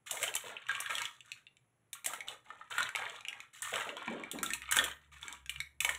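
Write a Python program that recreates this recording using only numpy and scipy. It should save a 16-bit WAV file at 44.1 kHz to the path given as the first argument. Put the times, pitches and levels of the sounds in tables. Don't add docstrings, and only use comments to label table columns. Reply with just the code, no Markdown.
import sys
import numpy as np
from scipy import signal
from scipy.io import wavfile
from scipy.ndimage import uniform_filter1d

SR = 44100
rng = np.random.default_rng(int(sys.argv[2]) if len(sys.argv) > 2 else 0)


def bounce(signal):
    frames = np.transpose(np.atleast_2d(signal))
    limited = np.clip(frames, -1, 1)
    pcm = np.round(limited * 32767).astype(np.int16)
    wavfile.write(sys.argv[1], SR, pcm)


N = 263718
TIME = np.arange(N) / SR
RING_TIME = TIME[:8192]
ONSET = 220


def amp(db):
    return 10 ** (np.asarray(db) / 20)


def unit(x, size=None):
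    return x / np.sqrt(np.mean(x[:size] ** 2) + 1e-20)


def value_at(points, hz):
    f, value = np.transpose(points)
    return np.interp(np.log(hz + 1), np.log(f), value)


def add(mix, start, sound):
    part = mix[max(round(start * SR), 0):][:len(sound)]
    part += sound[:len(part)]


def colour(x, spectrum, size=2048):
    log_gain = np.log(amp(value_at(spectrum, abs(np.fft.fftfreq(size, 1 / SR)))))
    taps = np.fft.ifft(np.exp(np.conj(signal.hilbert(log_gain)))).real
    return signal.fftconvolve(x, taps[:size // 2])[:len(x)]


def waver(top_hz):
    t = TIME[::100]
    slow = sum(np.sin(2 * np.pi * (f * t + rng.random())) for f in np.geomspace(top_hz / 6, top_hz, 24))
    return unit(np.interp(TIME, t, slow))


def mode(hz, t60):
    return np.sin(2 * np.pi * hz * RING_TIME) * np.exp(-np.log(1000) * RING_TIME / t60)


def ring(modes, spread_db):
    return sum(amp(db + spread_db * rng.standard_normal()) * rng.choice([-1, 1]) * mode(hz, t60)
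               for hz, db, t60 in modes)


def contact(t60, spectrum):
    t = RING_TIME[:len(RING_TIME) // 2]
    envelope = np.exp(-np.log(1000) * t / t60) * (1 - np.exp(-t / 0.001))
    burst = rng.standard_normal(len(t)) * envelope
    return np.pad(colour(burst, spectrum), (0, len(t)))


def scatter(grains, per_s, spread_db):
    out = np.zeros(N)
    for grain in grains:
        sizes = amp(spread_db * np.minimum(rng.exponential(1, N), 3))
        arrivals = rng.random(N) < per_s / len(grains) / SR
        out += signal.oaconvolve(sizes * arrivals, grain)[:N]
    out = unit(out)
    power = uniform_filter1d(uniform_filter1d(out ** 2, size=1300), size=900)
    return out / np.sqrt(abs(power) + .03)


def effort(rows, column, attack_s, sag_db_per_s, release_db_per_s):
    power, t = np.zeros(N), TIME[:SR]
    for row in rows:
        start, end = row[:2]
        fall_db = sag_db_per_s * t + release_db_per_s * np.maximum(t - (end - start), 0)
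        add(power, start, (np.minimum(t / attack_s, 1) * amp(row[column] - fall_db)) ** 2)
    return np.sqrt(power)


# f/Hz, level/dB
AIR_SPECTRUM = [(20, -28.5), (70, -15), (120, 3.5), (170, -8), (400, -13.5), (1000, -17.5), (2300, -20.5),
                (4800, -35.5), (7700, -30), (9800, -35.5), (10900, -18), (11700, -47.5), (16000, -36)]
def room_air():
    return amp(-76.5) * unit(colour(rng.standard_normal(N), AIR_SPECTRUM, size=8192))


# t/s, f/Hz, level/dB
DRONE_COURSE = [(4.1, 59.4, -94), (4.43, 60.56, -67.5), (4.87, 69.2, -57.5), (5.02, 68.3, -74.5),
                (5.12, 69.5, -61.5), (5.28, 69.5, -71), (5.6, 69.2, -58), (5.74, 71, -72.5),
                (5.86, 69.8, -60)]
def drone():
    times, hz, db = np.transpose(DRONE_COURSE)
    turns = np.cumsum(np.interp(TIME, times, hz) * (1 + 0.024 * waver(top_hz=4.7))) / SR
    octave = amp(-11 + 6.5 * waver(top_hz=12)) * np.sin(4 * np.pi * turns)
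    level_db = np.interp(TIME, times, db) + 1.8 * waver(top_hz=16)
    return amp(level_db) * unit(np.sin(2 * np.pi * turns) + octave)


def echoes(delay_s, decay, per_s):
    t = TIME[:SR // 2]
    taps = rng.choice([-1., 1.], len(t)) * (rng.random(len(t)) < per_s / SR) * (t > delay_s)
    hz, age, bands = signal.stft(taps, SR, nperseg=128)
    absorption = np.exp(-np.log(1000) * age / value_at(decay, hz)[:, None])
    tail = signal.istft(bands * absorption, SR, nperseg=128)[1]
    return tail / np.linalg.norm(tail)


# f/Hz, T60/s
KITCHEN_DECAY = [(150, 0.56), (500, 0.16), (1200, 0.31), (3000, 0.23), (8000, 0.22), (15000, 0.31)]
def kitchen(x):
    return amp(-9) * signal.oaconvolve(x, echoes(.008, KITCHEN_DECAY, per_s=4000))[:N]


def bowl(x):
    out = x.copy()
    for k in range(7):
        weight = np.cos(np.pi * np.clip((TIME * 6 - k + 1) % 7 - 1, -1, 1) / 2)
        reflections = echoes(.0014, [(300, 0.044), (12000, 0.022)], per_s=3000)
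        out += amp(-7.5) * signal.oaconvolve(x * weight, reflections)[:N]
    return out


# f/Hz, level/dB, T60/s
WOK_MODES = [(223, -4, .4), (310, -2, .45), (440, -6, .3), (560, -7, .3), (972, -3, .35), (1275, -3, .35),
             (1393, 0, .36), (1561, -2, .26), (1605, -6, .22), (1678, -5, .28), (1832, -1, .3),
             (1945, -2, .26), (2259, -2, .2), (2360, -3, .2), (2745, -6, .2), (3302, -3, .22),
             (3454, -3, .28)]
def wok_ring(x):
    pan = sum(amp(db) * rng.choice([-1, 1]) * mode(hz, t60) for hz, db, t60 in WOK_MODES)
    return amp(-19.5) * signal.oaconvolve(x, pan / np.linalg.norm(pan))[:N]


# start t/s, end t/s, cavity f/Hz, level/dB
SPOON_SLIDES = [(2.197, 2.37, 820, -62.5), (2.435, 2.68, 856, -68), (3.102, 3.478, 820, -68),
                (5.246, 5.366, 960, -60.5), (5.847, 5.928, 995, -50)]
def slides():
    out = np.zeros(N)
    for start, end, hz, db in SPOON_SLIDES:
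        size = int((end - start) * SR)
        slips = rng.standard_normal(size) * (rng.random(size) < 700 / SR)
        cavity = signal.fftconvolve(slips, mode(hz, t60=.028))[:size]
        add(out, start, amp(db) * unit(cavity) * signal.windows.tukey(size, .4))
    return out


def bubble(hz, cycles, rise):
    age = RING_TIME * hz / cycles
    turns = hz * RING_TIME * (1 + rise * np.minimum(age, 1))
    envelope = np.exp(-np.log(1000) * age) * (1 - np.exp(-hz * RING_TIME))
    return unit(np.sin(2 * np.pi * turns) * envelope)


# start t/s, end t/s, squelch level/dB, gulp level/dB
SAUCE_SLOSHES = [(0.11, 0.2, -46.5, -67), (0.21, 0.31, -43, -66), (0.435, 0.55, -48.5, -64),
                 (0.7, 0.82, -60.5, -70), (0.89, 1.01, -50, -65), (2.06, 2.2, -50.5, -64),
                 (2.27, 2.33, -54.5, -84), (2.49, 2.57, -63.5, -77), (2.7, 2.77, -57, -81),
                 (2.78, 2.84, -49.5, -62), (2.98, 3.14, -46.5, -68.5), (3.27, 3.45, -68, -78),
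                 (3.72, 3.82, -41, -58.5), (3.86, 4.04, -46, -55), (4.07, 4.25, -42, -40.5),
                 (4.33, 4.52, -49, -43.5), (4.76, 4.85, -42, -50), (5.24, 5.35, -80, -64.5),
                 (5.85, 5.92, -52, -81)]
def sauce():
    small = [bubble(hz, cycles=44, rise=0.26) for hz in np.geomspace(410, 1020, 26)]
    large = [bubble(hz, cycles=17, rise=0.25) for hz in np.geomspace(180, 400, 14)]
    shape = dict(attack_s=0.011, sag_db_per_s=83.5, release_db_per_s=173)
    squelch = effort(SAUCE_SLOSHES, column=2, **shape) * scatter(small, per_s=170, spread_db=0)
    gulp = effort(SAUCE_SLOSHES, column=3, **shape) * scatter(large, per_s=190, spread_db=-1.5)
    return squelch + gulp


# f/Hz, level/dB
TICK_SPECTRUM = [(1500, -23), (3800, 5), (4800, -9.5), (5800, -4), (7600, 3), (9000, -6), (9600, -3),
                 (11000, -13), (13000, -11.5), (15500, -23.5)]
def tick(t60, top_hz):
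    lowpass = signal.butter(2, min(top_hz, .45 * SR), fs=SR, output="sos")
    return unit(signal.sosfilt(lowpass, contact(t60, TICK_SPECTRUM)), ONSET)


# f/Hz, level/dB
CRACK_SPECTRUM = [(300, -33.5), (800, -0.5), (1500, -2), (3400, 4), (4200, -7.5), (5000, -24.5),
                  (8000, -27)]
def clack(hz, other_hz, cycles, other_db, crack_db):
    main = unit(mode(hz, cycles / hz), ONSET)
    other = rng.choice([-1, 1]) * unit(mode(other_hz, cycles / other_hz), ONSET)
    crack = unit(contact(0.03, CRACK_SPECTRUM), ONSET)
    band = signal.butter(3, [.66 * min(hz, other_hz), 4300], "band", fs=SR, output="sos")
    return unit(signal.sosfilt(band, main + amp(other_db) * other + amp(crack_db) * crack), ONSET)


# f/Hz, level/dB
SCRAPE_SPECTRUM = [(1500, -31.5), (3800, -4.5), (4800, -13), (5800, -5.5), (8200, 3.5), (9000, -2.5),
                   (9600, -5), (10600, -3.5), (12100, -12), (13800, -10.5), (15200, -12), (16000, -17)]
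def scratch(t60):
    return contact(t60, SCRAPE_SPECTRUM)


# f/Hz, level/dB, T60/s
STEEL_MODES = [(6010, -10, .05), (7290, -5, .08), (7607, -2, .13), (7990, -7, .05), (8450, -7, .04),
               (9082, -1, .1), (10430, -4, .07), (11108, -4, .09), (11815, -5, .05), (12090, -3, .07),
               (13000, -7, .04), (15000, -10, .03)]
def steel_ring(detune, spread_db):
    modes = [(hz * rng.uniform(1 - detune, 1 + detune), db, t60) for hz, db, t60 in STEEL_MODES]
    return ring(modes, spread_db)


def rocking():
    spectrum = [(20, -1), (55, -4), (125, 19.5), (200, -39), (400, -47.5)]  # f/Hz, level/dB
    return amp(-25) * unit(colour(rng.standard_normal(N), spectrum, size=8192))


def grinding(gain):
    ticks = [unit(tick(t60=0.0042, top_hz=hz)) for hz in np.geomspace(7000, 13000, 12)]
    scratches = [unit(scratch(t60=0.0037)) for _ in range(8)]
    crackle = scatter(ticks, per_s=710, spread_db=8)
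    scrape = scatter(scratches, per_s=1600, spread_db=4.5)
    scrape_share = np.clip((20 * np.log10(gain + 1e-9) + 71) / 24, .05, .8)
    grit = gain * (np.sqrt(1 - scrape_share) * crackle + np.sqrt(scrape_share) * scrape)
    steel = steel_ring(detune=0, spread_db=1)
    return grit + amp(-16.5) * signal.oaconvolve(grit, steel / np.linalg.norm(steel))[:N]


def clatter():
    clacks = [clack(hz, hz * rng.uniform(0.727, 1.331), cycles=31, other_db=-1.5, crack_db=-6)
              for hz in np.geomspace(1100, 3100, 36)]
    return scatter(clacks, per_s=400, spread_db=3.5)


def loose_shells(per_s):
    out = np.zeros(N)
    lands = rng.random(N) < per_s / SR
    which = rng.integers(0, 12, N)
    for k, hz in enumerate(np.geomspace(1450, 3400, 12)):
        knock = clack(hz, hz * rng.uniform(0.42, 1.4), cycles=36, other_db=-12.5, crack_db=-3.5)
        knock += amp(-8) * tick(t60=0.0091, top_hz=12000)
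        out += signal.oaconvolve(1. * (lands & (which == k)), knock)[:N]
    return amp(-1.5) * out


# start t/s, end t/s, clatter level/dB, grinding level/dB
HEAP_PUSHES = [(0.06, 0.1, -51, -54.5), (0.11, 0.2, -51, -48), (0.21, 0.28, -43.5, -46),
               (0.36, 0.43, -54, -60), (0.445, 0.5, -48, -56.5), (0.52, 0.67, -56, -77),
               (0.68, 0.88, -44, -59.5), (0.89, 1.05, -42.5, -51.5), (1.08, 1.17, -66.5, -67),
               (1.24, 1.38, -65.5, -69), (1.93, 1.96, -55.5, -67), (2.05, 2.16, -50, -53),
               (2.27, 2.32, -52, -57), (2.44, 2.68, -64, -74.5), (2.70, 2.77, -43.5, -55),
               (2.78, 2.87, -42, -57), (2.95, 3.06, -43, -59.5), (3.08, 3.18, -52, -63.5),
               (3.27, 3.44, -58, -71), (3.53, 3.59, -58.5, -59.5), (3.62, 3.72, -44.5, -50),
               (3.73, 3.81, -39, -51), (3.84, 3.9, -47.5, -59), (3.96, 4.28, -49.5, -68.5),
               (4.32, 4.39, -56, -60.5), (4.43, 4.54, -50, -54), (4.62, 4.7, -51.5, -70),
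               (4.715, 4.88, -40, -52), (5.01, 5.04, -68, -79), (5.115, 5.18, -57.5, -65),
               (5.21, 5.35, -53.5, -61), (5.49, 5.6, -64.5, -65), (5.81, 5.93, -48.5, -49)]
def heap():
    push = effort(HEAP_PUSHES, column=2, attack_s=0.0072, sag_db_per_s=18, release_db_per_s=274)
    grind = effort(HEAP_PUSHES, column=3, attack_s=0.0041, sag_db_per_s=28, release_db_per_s=277)
    collisions = push * (clatter() + loose_shells(per_s=20))
    return collisions + grinding(grind), push * rocking()


# t/s, first f/Hz, second f/Hz, clack level/dB, tick level/dB
SHELL_KNOCKS = [(0.1706, 2170, 1880, -41.5, -53), (0.279, 3100, 2640, -34.5, -54),
                (0.3399, 2650, 2190, -41, -41.5), (0.3644, 3120, 2280, -34, -38.5),
                (0.567, 2630, 3150, -38, -83.5), (0.667, 2770, 2297, -46, -59.5),
                (0.694, 1603, 1780, -29, -60), (0.7141, 1370, 2460, -39.5, -49),
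                (0.751, 2730, 2410, -35.5, -47.5), (0.8611, 1720, 3320, -37.5, -51),
                (0.906, 2430, 1320, -32.5, -44.5), (0.9528, 3310, 3200, -35.5, -39),
                (0.9823, 2790, 3070, -35.5, -39.5), (1.018, 2200, 2580, -38.5, -37.5),
                (1.054, 3360, 2790, -35, -42), (1.206, 2730, 3550, -48.5, -57),
                (1.3177, 2600, 4280, -37.5, -46), (1.468, 2770, 3530, -50.5, -75),
                (1.5686, 2380, 3080, -63, -65.5), (2.2057, 2260, 1940, -39, -47),
                (2.2839, 3610, 2860, -39.5, -44), (2.504, 1310, 1790, -41.5, -65.5),
                (2.612, 1320, 1810, -45, -85), (2.8053, 1500, 1047, -29, -41),
                (2.823, 1496, 3760, -34.5, -60), (2.829, 3950, 1610, -37, -38),
                (2.8907, 1560, 2270, -40, -46), (2.9588, 2400, 2650, -34, -38),
                (3.021, 2130, 1450, -38.5, -63), (3.0653, 2060, 1710, -37, -70),
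                (3.0973, 3380, 1440, -44, -50), (3.162, 3460, 2230, -53, -52),
                (3.2077, 2450, 3830, -48, -56), (3.2504, 2480, 2800, -39.5, -56.5),
                (3.284, 2860, 2330, -34, -44), (3.3285, 2020, 2520, -40.5, -57),
                (3.4033, 2480, 2030, -43.5, -48.5), (3.7394, 2280, 2570, -31.5, -54),
                (3.7579, 2890, 1326, -34.5, -39.5), (3.807, 2800, 1360, -37.5, -57),
                (3.8918, 2770, 2200, -37, -59), (3.9683, 3250, 1010, -40, -52),
                (4.0211, 1080, 1450, -42, -74), (4.079, 2370, 1860, -35.5, -62),
                (4.2362, 2280, 1920, -39.5, -57.5), (4.387, 2340, 4000, -42, -48),
                (4.4617, 3580, 3800, -35, -41), (4.5045, 1800, 2320, -36.5, -40),
                (4.6191, 2050, 2440, -41, -51.5), (4.6913, 2260, 1360, -39, -71),
                (4.7876, 3350, 1820, -22, -32), (4.7947, 1560, 1970, -30.5, -44),
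                (4.9139, 3120, 1820, -41.5, -51), (5.2289, 3370, 3640, -43, -54),
                (5.281, 2300, 1570, -42.5, -44.5), (5.326, 3400, 3670, -45, -45),
                (5.46, 2620, 1590, -50, -52), (5.5602, 2850, 2400, -41, -58),
                (5.603, 2214, 3720, -33.5, -40.5), (5.9492, 3060, 2020, -41, -42)]
def shell_knocks():
    out = np.zeros(N)
    for start, hz, other_hz, clack_db, tick_db in SHELL_KNOCKS:
        knock = amp(clack_db) * clack(hz, other_hz, cycles=37.5, other_db=-4.5, crack_db=-16)
        add(out, start, knock)
        add(out, start + rng.uniform(.004, .011), amp(-11) * knock)
        top_hz = 13000 * 2 ** ((tick_db + 44.5) / 40)
        add(out, start, amp(tick_db) * tick(t60=0.0065, top_hz=top_hz))
    return out


# f/Hz, level/dB
THUD_SPECTRUM = [(80, -15), (250, -14.5), (550, -7), (1000, 7.5), (1600, -16), (3000, -38)]
def thud():
    return unit(contact(0.025, THUD_SPECTRUM), size=600)


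# t/s, struck body's main f/Hz, second f/Hz, clack level/dB, ping level/dB, thud level/dB
SPOON_STRIKES = [(0.1097, 2940, 3610, -37.5, -33.5, -54), (0.229, 2230, 2720, -31.5, -33.5, -57),
                 (0.2383, 2300, 2980, -31, -40, -59), (0.352, 1880, 3860, -40.5, -30, -47.5),
                 (0.8025, 2700, 1020, -44, -36, -55), (1.9303, 3670, 2500, -43.5, -40.5, -68),
                 (2.045, 2410, 3900, -43.5, -42, -62), (2.061, 2010, 3130, -35, -30, -52),
                 (2.1348, 1453, 2000, -37.5, -44.5, -53), (2.7814, 1436, 1830, -26.5, -40, -56),
                 (2.9498, 2150, 2760, -31, -51, -48), (3.6204, 1530, 2160, -57, -37, -58),
                 (4.314, 3570, 3000, -40, -39, -63), (4.43, 1373, 1930, -33.5, -32.5, -58),
                 (4.5344, 2570, 4100, -31, -35.5, -74), (4.7115, 2040, 1500, -37.5, -32, -72),
                 (4.7226, 1620, 1850, -27.5, -28.5, -54), (4.7602, 1700, 2380, -38.5, -33, -46.5),
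                 (4.7673, 1586, 2250, -25, -27, -52), (4.84, 3240, 1840, -32.5, -35, -76),
                 (5.4947, 2880, 2510, -32.5, -42, -87.5), (5.8043, 2480, 2920, -29, -32.5, -72),
                 (5.8471, 2260, 3100, -25.5, -33, -42.5), (5.8916, 1925, 2180, -26.5, -38.5, -54)]
def spoon():
    out = np.zeros(N)
    for start, hz, other_hz, clack_db, ping_db, thud_db in SPOON_STRIKES:
        steel = amp(-6.5) * unit(steel_ring(detune=.003, spread_db=3), ONSET)
        skid = amp(-8.5) * unit(scratch(t60=0.061), ONSET)
        impact = unit(scratch(t60=0.016), ONSET)
        add(out, start, amp(ping_db) * unit(impact + steel + skid, ONSET))
        add(out, start, amp(clack_db) * clack(hz, other_hz, cycles=36, other_db=-5, crack_db=-6))
        add(out, start, amp(thud_db) * thud())
    return out


def scene():
    strikes = spoon() + shell_knocks()
    moving_shells, rumble = heap()
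    cooking = bowl(strikes + moving_shells) + sauce() + slides()
    return (cooking + wok_ring(cooking) + kitchen(cooking) + rumble + room_air() + drone())[None]


def record(dry):
    heard = colour(dry[0], [(3900, -0.5), (4800, -5.5), (5800, 0.5)])
    band_limit = signal.firwin(301, 15750, window=("kaiser", 9), fs=SR)
    return signal.oaconvolve(heard, band_limit, "same")[None]


dry = scene()
out = record(dry)
bounce(out)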